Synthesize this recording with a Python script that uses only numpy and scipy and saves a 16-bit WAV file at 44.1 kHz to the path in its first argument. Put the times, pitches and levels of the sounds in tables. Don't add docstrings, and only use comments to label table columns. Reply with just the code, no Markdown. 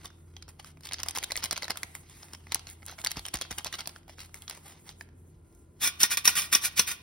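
import sys
import numpy as np
from scipy import signal
from scipy.fft import rfft, irfft, next_fast_len
from scipy.io import wavfile
from scipy.ndimage import uniform_filter1d, map_coordinates

SR = 44100
rng = np.random.default_rng(int(sys.argv[2]) if len(sys.argv) > 2 else 0)


def store_pcm(level_fs):
    pcm = np.round(np.clip(level_fs, -1, 1) * 32767).astype(np.int16)
    wavfile.write(sys.argv[1], SR, np.atleast_2d(pcm).T)


def gain_from_db(level_db):
    decades = np.asarray(level_db, float) / 20
    return 10 ** decades


N = 309582
T = np.arange(N) / SR

# (frequency [Hz], level [dB])
PAPER_COLOUR = [(150, -1.5), (500, -4), (800, 3), (2100, 0), (2800, -1.5), (4800, -0.5), (6300, 1),
                (8000, -27)]
# (frequency [Hz], level [dB])
POWDER_COLOUR = [(5000, -25), (7000, 3), (9500, 0), (12000, -4), (14500, -4), (16000, -10.5)]


def unit(x):
    return x / np.sqrt(np.mean(x ** 2) + 1e-20)


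def along(points, hz):
    f, v = np.transpose(points)
    return np.interp(np.log(hz + 1), np.log(f + 1), v)


def filtered(x, response):
    m = next_fast_len(N + SR // 2)
    return irfft(rfft(x, m) * response(np.fft.rfftfreq(m, 1 / SR)), m)[..., :N]


def peak(f, hz, width):
    return 1j * f * width / (hz * hz - f * f + 1j * f * width)


def coloured(x, spectrum):
    return unit(filtered(x, lambda hz: gain_from_db(along(spectrum, hz))))


def wobble(rate):
    return map_coordinates(rng.standard_normal(int(N * rate / SR) + 4), [T * rate])


def grit(spread_db):
    return rng.standard_normal(N) * gain_from_db(spread_db * rng.exponential(size=N))


def add(track, s, sound):
    track[round(s * SR):][:len(sound)] += sound


def snaps():
    # (time [s], peak [dB], panel pitch [Hz], treble edge [dB], low flap [dB])
    creases = [(0.0494, -38, 1090, -17, -3), (0.0569, -30.5, 3500, -4.5, -17),
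               (0.0781, -48, 5400, -5, -10.5), (0.1034, -44, 1510, -22, -13),
               (0.3658, -33.5, 3170, -28, -10), (0.4242, -34.5, 4940, -7.5, -28.5),
               (0.4806, -41.5, 1400, -25, -7), (0.489, -44, 4730, 2, -17),
               (0.5943, -42, 1130, -9, -15), (0.6454, -35.5, 1310, -5.5, -16),
               (0.7721, -50.5, 2370, -22, -3), (0.808, -45.5, 1510, -1, -5),
               (0.8343, -39, 5530, -9, -19), (0.8533, -36, 4660, -1, -15),
               (0.858, -42.5, 4720, 2, -17), (0.8705, -30.5, 4820, -5, -25),
               (0.8894, -33, 3540, -5, -27), (0.9115, -35, 2150, -8, -6.5),
               (0.9334, -22.5, 4740, -7, -36), (0.9416, -23.5, 5100, -17, -16),
               (0.9844, -34.5, 4600, -19, -34), (0.9907, -33, 4800, -18, -10),
               (1.0009, -25, 5100, -14, -22), (1.0174, -42, 1290, -12, -16),
               (1.0325, -20, 5850, -1.5, -12), (1.0626, -35.5, 1250, -8, -3),
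               (1.0852, -22, 4980, 4, -34), (1.0956, -32, 4300, 0, -19), (1.109, -35, 5620, 9, -18),
               (1.1504, -30.5, 3920, 0, -29), (1.1587, -27, 3300, -0.5, -16.5),
               (1.1644, -24, 5300, -5, -15.5), (1.1738, -24, 980, 4, -8),
               (1.1846, -19, 4930, 1.5, -25), (1.2282, -27.5, 2000, -4, -9.5),
               (1.2366, -23, 5060, -6, -19), (1.2411, -24.5, 3860, 2, -15),
               (1.2945, -42, 2070, -17, -14), (1.3027, -37, 1970, -5, -2),
               (1.3074, -25.5, 2070, -13, -13), (1.3192, -21.5, 4070, -0.5, -10),
                     (1.3566, -23, 2050, -18.5, -15), (1.3657, -26, 2070, 6, -17),
                     (1.3743, -24, 5600, -4, -8), (1.4244, -37, 1430, -16, -13.5),
                     (1.4351, -27, 4740, -8, -25), (1.4396, -19.5, 5050, 3, -10.5),
                     (1.4473, -22.5, 4620, 1.5, -16), (1.4568, -23.5, 4100, -4, -17),
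                     (1.51, -14, 5280, -5, -33.5), (1.524, -25, 4180, -3, -11),
                     (1.528, -22, 4870, 0.5, -14.5), (1.56, -27, 3250, -16, -35),
                     (1.5642, -24.5, 4200, -20.5, -14), (1.5766, -23.5, 4500, -7, -7),
                     (1.6229, -26.5, 2050, -5, -18), (1.631, -26, 4540, -7, -6),
                     (1.6431, -25.5, 3970, -5, -19), (1.6809, -26.5, 1760, -9, -9),
                     (1.7052, -19, 5020, -3, -12.5), (1.716, -30, 4630, -18, -13),
                     (1.7575, -34.5, 1400, -8, -4), (1.772, -27, 5060, 6, -25),
                     (1.832, -21, 2050, -2, -16.5), (1.9514, -32.5, 2090, 5, -7),
                     (2.0974, -46.5, 5160, 6, -22), (2.2273, -40, 5600, -12.5, -16),
                     (2.231, -40.5, 5340, -13, -11), (2.2837, -47, 2000, -5.5, -2.5),
                     (2.334, -33.5, 5280, -1, -1), (2.344, -43.5, 2030, -8, -13.5),
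                     (2.3484, -35.5, 5270, -6, -6.5), (2.469, -39.5, 2090, -16, -9.5),
                     (2.5207, -23, 4000, 0, -12), (2.5265, -36.5, 1290, -16.5, -7.5),
                     (2.5454, -19, 5750, 9, -25.5), (2.556, -30, 5680, -6, -1),
                     (2.594, -36, 4730, -4, -21.5), (2.6696, -31.5, 4300, -11, -12),
               (2.683, -45, 5560, 1, -13), (2.6899, -36.5, 3770, -10, -11.5),
                    (2.7, -45, 3210, 1.5, -14.5), (2.7105, -47.5, 4890, 8, -7),
                    (2.822, -48.5, 2110, -20, -10), (2.8289, -43, 2100, -24.5, -3.5),
                    (2.8544, -53, 5530, 12.5, -7.5), (2.8634, -43, 3900, 6.5, -18.5),
                    (2.8827, -32.5, 4500, -4, -6.5), (2.896, -34.5, 1400, -13, -5),
                    (2.913, -45.5, 4610, 6.5, -13), (2.925, -36.5, 970, -11.5, -11),
                    (2.983, -37.5, 1520, -17, -8.5), (2.987, -37.5, 2180, -10, -11.5),
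                    (2.988, -42.5, 5860, -8, -13), (3.0016, -43, 5950, 0, -6),
                    (3.0152, -35.5, 3740, 2.5, -18), (3.043, -38, 4570, -7, -20.5),
                    (3.0472, -19.5, 4370, 3.5, -31), (3.0625, -20.5, 2060, -3.5, -19),
                    (3.0702, -15, 4560, -6, -31.5), (3.1077, -29, 5730, 0.5, -16.5),
                    (3.1161, -24.5, 5700, 5, -26), (3.159, -36, 1370, -17, -15),
                    (3.1695, -26, 5000, -5.5, -15), (3.176, -42.5, 1360, -12, -2),
                    (3.181, -41, 1210, -12, -7), (3.1867, -44, 910, -18, -6),
                    (3.1931, -28.5, 4450, -1.5, -16.5), (3.253, -25.5, 3150, -6.5, -15.5),
                    (3.2637, -34, 3230, 4.5, -7.5), (3.284, -28.5, 5600, 1.5, -21.5),
                    (3.3413, -27, 5600, -5, -8), (3.3556, -28, 5760, -1, -15.5),
                    (3.3703, -30, 5020, -2, -16), (3.3877, -35, 6100, -5, -14),
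                    (3.4127, -23.5, 4630, 0.5, -7), (3.4199, -23.5, 3320, -2, -9),
                    (3.451, -36, 1530, -14, -10),
               (3.5094, -30, 5960, 2, -8), (3.5147, -30, 5020, 2, -19), (3.5257, -32.5, 5200, 0, -21),
                    (3.578, -43, 900, -18, -11), (3.5838, -27, 3000, 5, -26), (3.607, -37, 1250, -16, -6),
                    (3.6459, -27, 5500, -2, -14), (3.6596, -33.5, 1400, -10, 3),
                    (3.6639, -29, 4220, -14, -21), (3.6684, -23.5, 4970, -6, -13.5),
                    (3.7269, -27.5, 1920, -1, -20), (3.7399, -25, 5670, -17, -8),
                    (3.7878, -45, 5200, -7, -17), (3.793, -38, 1360, -15, -9), (3.8064, -26, 4440, -3, -31),
                    (3.8123, -36, 1350, -9, -18), (3.8573, -33, 4550, -18, -17),
                    (3.8735, -27.5, 4580, 6.5, -9), (3.8928, -35, 4500, -2, -8),
                    (3.9611, -34.5, 1530, -23.5, -10), (4.031, -54, 2410, -15, -11),
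                    (4.08, -44, 900, -4, 0.5), (4.095, -40, 2330, -15, -4.5), (4.1836, -40, 1690, -16, -4),
                    (4.1923, -39.5, 5620, -9, -11), (4.2141, -37.5, 4760, -5, -20),
                    (4.2937, -50, 1410, -15, -11), (4.3432, -33, 2150, 3, -21),
                    (4.421, -40.5, 3320, 1.5, -16), (4.4792, -30.5, 5900, -16, -17),
                    (4.497, -30.5, 4830, 6.5, -19), (4.5096, -30.5, 5440, -11, -15.5),
                    (4.5744, -44, 900, -3, 2), (4.891, -30.5, 4900, -26, -8.5),
                    (4.912, -45.5, 3100, -5, -7), (5.0101, -30.5, 1760, -11.5, -15),
                    (5.089, -56, 1730, -18, -1), (5.5496, -64.5, 1030, 12.5, -4)]
    # (frequency [Hz], level [dB])
    flap_colour = [(200, -8), (400, -8), (800, 0.5), (1300, -6.5), (2000, -19.5)]
    out, t = np.zeros(N + SR), np.arange(SR // 40) / SR
    body = coloured(grit(spread_db=2.0), PAPER_COLOUR)
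    body = unit(filtered(body, lambda f: f ** 2 / (f ** 2 + 1600 ** 2)))
    edge = coloured(grit(spread_db=3.5), POWDER_COLOUR)
    flap = coloured(grit(spread_db=1.1), flap_colour)
    rise = 1 - np.exp(-t / 0.00025)
    burst = gain_from_db(-60 * t / 0.0098) + gain_from_db(-17.0 - 60 * t / 0.023)
    edge_fade = burst + gain_from_db(5.5 - 60 * t / 0.005)
    flap_fade = gain_from_db(-60 * t / 0.018)
    for s, db, hz, edge_db, flap_db in creases:
        here = slice(round(s * SR), round(s * SR) + len(t))
        ratio = 0.8 + 0.39 * rng.uniform()
        tones = np.sin(2 * np.pi * hz * t) + 0.29 * np.sin(2 * np.pi * hz * ratio * t)
        tone_t60 = 0.0071 * (4500 / max(hz, 2000)) ** (0.62 * (hz > 1700))
        tones = gain_from_db(-0.5 - 60 * t / tone_t60) * tones
        body_db = -4.0 + 3 * np.log2(hz / 4500)
        sheet = burst * gain_from_db(body_db) * body[here]
        sheet = sheet + gain_from_db(flap_db - 1.5) * flap_fade * flap[here]
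        sharp = gain_from_db(edge_db - 5.5) * edge_fade * edge[here]
        add(out, s, gain_from_db(db + 1) * rise * (tones + sheet + sharp))
    return out[:N]


def rustle():
    # (time [s], paper level [dB], powder over paper [dB])
    handling = [(0.0, -57.5, -9.5), (0.73, -79, 2), (1.08, -49, -11.5), (1.57, -60, -0.5),
                (1.94, -58.5, -3), (2.5, -60.5, -7), (2.83, -65.5, 3.5), (3.18, -65.5, 4.5),
                (3.8, -60, 0.5), (4.05, -74.5, 0), (4.52, -64, 2), (4.8, -61, -1.5), (5.1, -75, -0.5),
                (5.25, -73, -0.5), (5.45, -76, 0), (5.63, -73.5, 2), (5.72, -75.5, 1.5), (5.8, -63, -6)]
    # (start [s], length [s], crinkle level [dB])
    flicks = [(0.037, 0.037, -45), (0.378, 0.016, -62), (0.42, 0.017, -66), (0.484, 0.025, -46),
              (0.594, 0.011, -41), (0.633, 0.09, -53), (0.828, 0.062, -48), (0.917, 0.03, -44),
              (0.995, 0.03, -42), (1.059, 0.035, -39.5), (1.151, 0.025, -32), (1.217, 0.016, -42.5),
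              (1.312, 0.021, -45), (1.369, 0.039, -44), (1.426, 0.044, -35), (1.513, 0.031, -32.5),
              (1.566, 0.019, -37), (1.621, 0.034, -34), (1.7, 0.021, -27.5), (1.77, 0.015, -42),
              (1.826, 0.025, -43), (1.947, 0.029, -47), (2.09, 0.093, -59), (2.185, 0.14, -55),
              (2.32, 0.031, -51),
              (2.515, 0.066, -39.5), (2.66, 0.077, -51), (2.871, 0.077, -43), (2.981, 0.048, -43),
                   (3.041, 0.047, -31.5), (3.1, 0.011, -45.5), (3.164, 0.028, -38), (3.249, 0.041, -44),
                   (3.338, 0.024, -31.5), (3.412, 0.029, -37.5), (3.507, 0.026, -34), (3.581, 0.018, -31),
                   (3.653, 0.034, -40), (3.727, 0.03, -38.5), (3.787, 0.033, -37), (3.863, 0.06, -51),
                   (3.937, 0.051, -54.5), (4.081, 0.062, -57), (4.178, 0.084, -47), (4.341, 0.049, -52.5),
                   (4.408, 0.042, -53), (4.474, 0.11, -44.5), (4.639, 0.087, -47.5), (4.848, 0.078, -50),
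                   (4.998, 0.034, -55.5)]
    s, paper_db, hiss_db = np.transpose(handling)
    flow_swing_db = 3
    paper_swing_db = 0.79 * wobble(27) + flow_swing_db * wobble(7.6) + 2.6 * wobble(200)
    paper = gain_from_db(np.interp(T, s, paper_db) - 7.0 + paper_swing_db)
    powder = gain_from_db(np.interp(T, s, paper_db + hiss_db) + flow_swing_db * wobble(21.0))
    ragged_db = 2.5 * wobble(40) + 3.6 * wobble(260)
    for start, length, db in flicks:
        here = slice(round((start - .006) * SR), round((start + length + 0.086) * SR))
        soft = np.clip((-41.5 - db) / 4.3, 0, 1)
        full = 0.0012 + 0.3 * soft * length
        times = [-.004, full, 0.94 * length, length + 0.0057, length + 0.041]
        swell_db = db - 5.0 + np.interp(T[here] - start, times, [-16, 2.0, -4.5, -18.5, -40.0])
        rough = np.clip((db + 55.5) / 14, .55, 1)
        paper[here] += gain_from_db(swell_db + rough * (ragged_db[here] - 3.5))
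        pour_db = -14 + 11.5 * soft
        powder[here] += gain_from_db(swell_db + pour_db + rough * (1.9 * ragged_db[here] - 2.0))
    sheet = coloured(grit(spread_db=2.5), PAPER_COLOUR)
    sheet = filtered(sheet, lambda f: 1 + gain_from_db(-1) * peak(f, 2070, 200))
    crisp = filtered(sheet, lambda f: f ** 4 / (f ** 4 + 2100.0 ** 4))
    sheet = sheet + (gain_from_db(-0.5 + 3.5 * wobble(12)) - 1) * crisp
    return paper * gain_from_db(-1.48) * sheet + powder * coloured(grit(spread_db=2.5), POWDER_COLOUR)


def puffs():
    # (time [s], peak [dB], pitch [Hz])
    pushes = [
        (1.841, -46, 54),
        (2.999, -48, 46.2),
        (3.17, -34, 51.7),
        (3.343, -33, 56.3),
        (3.511, -40, 54),
    ]
    out, t = np.zeros(N + SR), np.arange(SR // 8) / SR
    for s, db, hz in pushes:
        cycles = hz * (t + 0.024 * (1 - np.exp(-t / 0.0034)))
        low = gain_from_db(db - 60 * t / 0.13) * np.sin(2 * np.pi * cycles)
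        high = gain_from_db(db - 4.5 - 60 * t / 0.058) * np.sin(2 * np.pi * 3.5 * cycles)
        add(out, s, low + high)
    return out[:N]


def wheel():
    # (start [s], fastest [s], end [s], level [dB])
    strokes = [
        (5.78, 5.851, 5.94, -26),
        (5.98, 6.018, 6.11, -26.5),
        (6.083, 6.121, 6.176, -24.5),
        (6.234, 6.253, 6.4, -28),
        (6.344, 6.376, 6.51, -25.5),
        (6.503, 6.536, 6.59, -27),
        (6.591, 6.649, 6.71, -24.5),
        (6.743, 6.792, 6.81, -21.5),
        (6.85, 6.883, 6.99, -31.5),
    ]
    drag = np.zeros(N)
    for start, fastest, end, db in strokes:
        speed = np.interp(T, [start, fastest, end], [0, 1, 0])
        drag += gain_from_db(db) * np.sin(np.pi / 2 * speed) ** 4.44
    fade = gain_from_db(-60 / (.6 * SR))
    settling = signal.lfilter([1 - fade], [1, -fade], drag)
    uneven = gain_from_db(1.0 + 0.94 * wobble(280) + 1.7 * wobble(60))
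    return (drag + gain_from_db(-18.0) * settling) * uneven * unit(grit(spread_db=2.1))


def stops():
    # (time [s], peak [dB], stop-bar share [dB])
    contacts = [(5.873, -12.5, -5), (6.0037, -19, -13), (6.0317, -5, 3), (6.172, -10.5, -25),
                (6.2543, -9.5, -11), (6.276, -4.5, 1.5), (6.3536, -16, -36), (6.419, -19.5, -2),
                (6.5276, -13.5, -8), (6.5496, -4.5, -1.5), (6.794, -2.5, -1), (6.875, -20.5, -28),
                (6.9148, -20.5, -28)]
    # (pitch [Hz], level [dB], time to die by 60 dB [s])
    bar_tones = [(5680, 1.5, 0.013), (5960, -3, 0.015), (994, -25.5, 0.034), (3770, -32, 0.013),
                 (228, -37, 0.074), (375, -33, 0.033)]
    bar, rattle, t = np.zeros(N + SR), np.zeros(N + SR), np.arange(SR // 5) / SR
    swell = 1 - np.exp(-(t / 0.0009) ** 2)
    song = swell * sum(gain_from_db(db - 60 * t / t60) * np.sin(2 * np.pi * hz * t) for hz, db, t60 in bar_tones)
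    clap = gain_from_db(-10 - 60 * t / 0.0029)
    clatter = gain_from_db(-15 - 60 * np.maximum(t - 0.0027, 0) / 0.043)
    rattle_fade = clap + clatter + gain_from_db(-18.0 - 60 * t / 0.12)
    for s, db, share_db in contacts:
        add(bar, s, gain_from_db(db + share_db + 3.5) * song)
        add(rattle, s, gain_from_db(db) * rattle_fade)
    return bar[:N], rattle[:N] * unit(grit(spread_db=1.5))


def cup(x, ring_db, count=4):
    # (pitch [Hz], width [Hz], level [dB])
    wall_modes = [(1158, 34, 8.5), (1446, 28, 12), (1870, 45, 7), (2353, 38, 8), (2428, 40, 7),
                  (3418, 25, 6), (3622, 26, 9), (3700, 45, 4), (4200, 45, 3), (5002, 35, 4), (5300, 130, 2),
                  (5911, 45, 4), (9454, 140, 1), (9825, 80, 2)]
    # (frequency [Hz], level [dB])
    mesh_colour = [(70, -58.5), (150, -11), (500, -20), (1000, -13), (2000, -5.5), (4000, -7.5), (5700, -4),
                   (8000, -1), (10000, -6), (13000, -3), (15500, -9)]
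    spots, shifts = rng.standard_normal((2, len(wall_modes), count, 1))
    spots_db = 3 * (spots - spots.mean(axis=1, keepdims=True))

    def response(f):
        ring = 1
        for (hz, width, db), spot_db, shift in zip(wall_modes, spots_db, shifts):
            ring = ring + gain_from_db(db + ring_db + spot_db) * peak(f, hz * (1 + .0025 * shift), width)
        return gain_from_db(along(mesh_colour, f)) * ring

    share = gain_from_db(10 * np.array([wobble(14) for _ in range(count)]))
    return filtered(x * share / np.linalg.norm(share, axis=0), response).sum(axis=0)


def sifter():
    bar, rattle = stops()
    return bar + cup(wheel() + rattle, ring_db=-.8)


def nearby(x, t60, size=2048):
    pieces = np.pad(x, (0, -N % size)).reshape(-1, size)
    echoes = rng.standard_normal((2, *pieces.shape)) * gain_from_db(-60 * np.arange(size) / SR / t60)
    wet = signal.fftconvolve(pieces[None], echoes / np.linalg.norm(echoes[0, 0]), axes=2)
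    wet = np.pad(wet, ((0, 0), (0, 0), (0, 1)))
    wet[:, 1:, :size] += wet[:, :-1, size:]
    return wet[..., :size].reshape(2, -1)[:, :N]


def tail(t60s, seconds):
    hz, t, z = signal.stft(rng.standard_normal((2, int(SR * seconds))), SR, nperseg=256)
    pair = signal.istft(z * gain_from_db(-60 * t / along(t60s, hz)[:, None]), SR, nperseg=256)[1]
    return pair / np.linalg.norm(pair[0])


def space(x):
    # (frequency [Hz], level [dB])
    apart = [(100, -25.5), (300, -13.5), (650, -2.5), (1300, -8), (1800, -12), (3000, -2), (5000, -6.5),
             (7200, -13), (10000, -10), (13500, -12.5)]
    # (frequency [Hz], time to die by 60 dB [s])
    room = [(200, 0.88), (2000, 0.56), (10000, 0.066)]
    far = signal.fftconvolve(np.pad(x, (300, 0))[None], tail(room, 0.38), axes=1)[:, :N]
    echoes = nearby(x, t60=0.026) + gain_from_db(-10.0) * far
    return x + filtered(echoes, lambda hz: gain_from_db(along(apart, hz)))


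def kitchen():
    # (frequency [Hz], level per Hz [dB])
    air_colour = [(25, -31), (45, 0.5), (100, -1), (200, -6), (400, -10), (550, -19), (1100, -27),
                  (2000, -35.5), (5000, -45.5), (9000, -58)]
    # (pitch [Hz], waver [Hz], level [dB])
    hum_tones = [(84.2, 1.6, -55.5), (46.3, 1.1, -67), (154, 3, -64), (340.6, 8, -70), (1007, 15, -83.5),
                 (1400, 12, -85)]
    # (frequency [Hz], likeness [0 to 1])
    far_alike = [(60, 1.0), (240, 0.91), (950, 0), (3770, 0.66), (15000, 0.11)]

    def response(hz):
        turn = np.arccos(np.clip(along(far_alike, hz), 0, 1)) / 2
        return gain_from_db(along(air_colour, hz)) * [np.cos(turn), np.sin(turn)]

    mid, side = filtered(rng.standard_normal((2, N)), response)
    hum = np.zeros(N)
    for hz, waver, db in hum_tones:
        cycles = np.cumsum(hz + waver * wobble(25)) / SR
        hum += gain_from_db(db + 2.6 * wobble(5.7)) * np.sin(2 * np.pi * cycles)
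    return gain_from_db(-59 + 0.87 * wobble(2.1)) * unit(np.array([mid + side, mid - side])) + hum


def scene():
    # (frequency [Hz], left minus right [dB])
    tilt = [(60, 0.5), (240, -1.5), (950, -2), (3770, -1), (15000, 0.5)]
    # (frequency [Hz], lead [radians])
    lead = [(0, 0), (780, 0), (1380, -.4), (2760, .9), (3500, .6), (4900, -.1), (6300, 2.2), (7400, 3.14),
            (10400, 6.28), (13700, 9.42), (16700, 13)]
    near = space(sifter() + snaps() + rustle()) + puffs()

    def port(hz):
        return gain_from_db(along(tilt, hz) / 2) * np.exp(.5j * np.interp(hz, *np.transpose(lead)))

    return filtered(near, lambda hz: port(hz) ** [[1], [-1]]) + kitchen()


def joint_stereo(x, gap_db, jump_db, size=8):
    hz, _, z = signal.stft(np.array([x[0] + x[1], x[0] - x[1]]) / 2, SR, nperseg=1024)
    power = (np.abs(z[:, :-1]) ** 2).reshape(2, -1, size, z.shape[2]).sum(axis=2)
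    total = power[:, len(power[0]) // 8:].sum(axis=(0, 1))
    steady = total < gain_from_db(2 * jump_db) * np.roll(total, 2)
    quiet = total < gain_from_db(-54) * total.max()
    halved = (hz[:-1:size, None] > 12000) & quiet
    smooth = uniform_filter1d(power, size=3)
    weak = smooth < gain_from_db(-2 * gap_db / (1 + halved)) * smooth[::-1]
    z[:, :-1] *= ~(np.repeat(weak & steady, size, axis=1) & (hz[:-1, None] > 6300))
    mid, side = signal.istft(z, SR, nperseg=1024)[1][:, :N]
    return np.array([mid + side, mid - side])


def roll_off(x):
    return signal.sosfilt(signal.butter(12, 17140, fs=SR, output="sos"), x)


def record(dry):
    rounded = dry / (1 + np.abs(dry / .95) ** 6) ** (1 / 6)
    edge_hz, edge_db = [15780, 16050, 17000, 17200], [0, -30, -48, -95]
    band = filtered(rounded, lambda hz: gain_from_db(np.interp(hz, edge_hz, edge_db)))
    mix = joint_stereo(band, gap_db=7.0, jump_db=9)
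    return roll_off(mix)


dry = scene()
out = record(dry)
store_pcm(out)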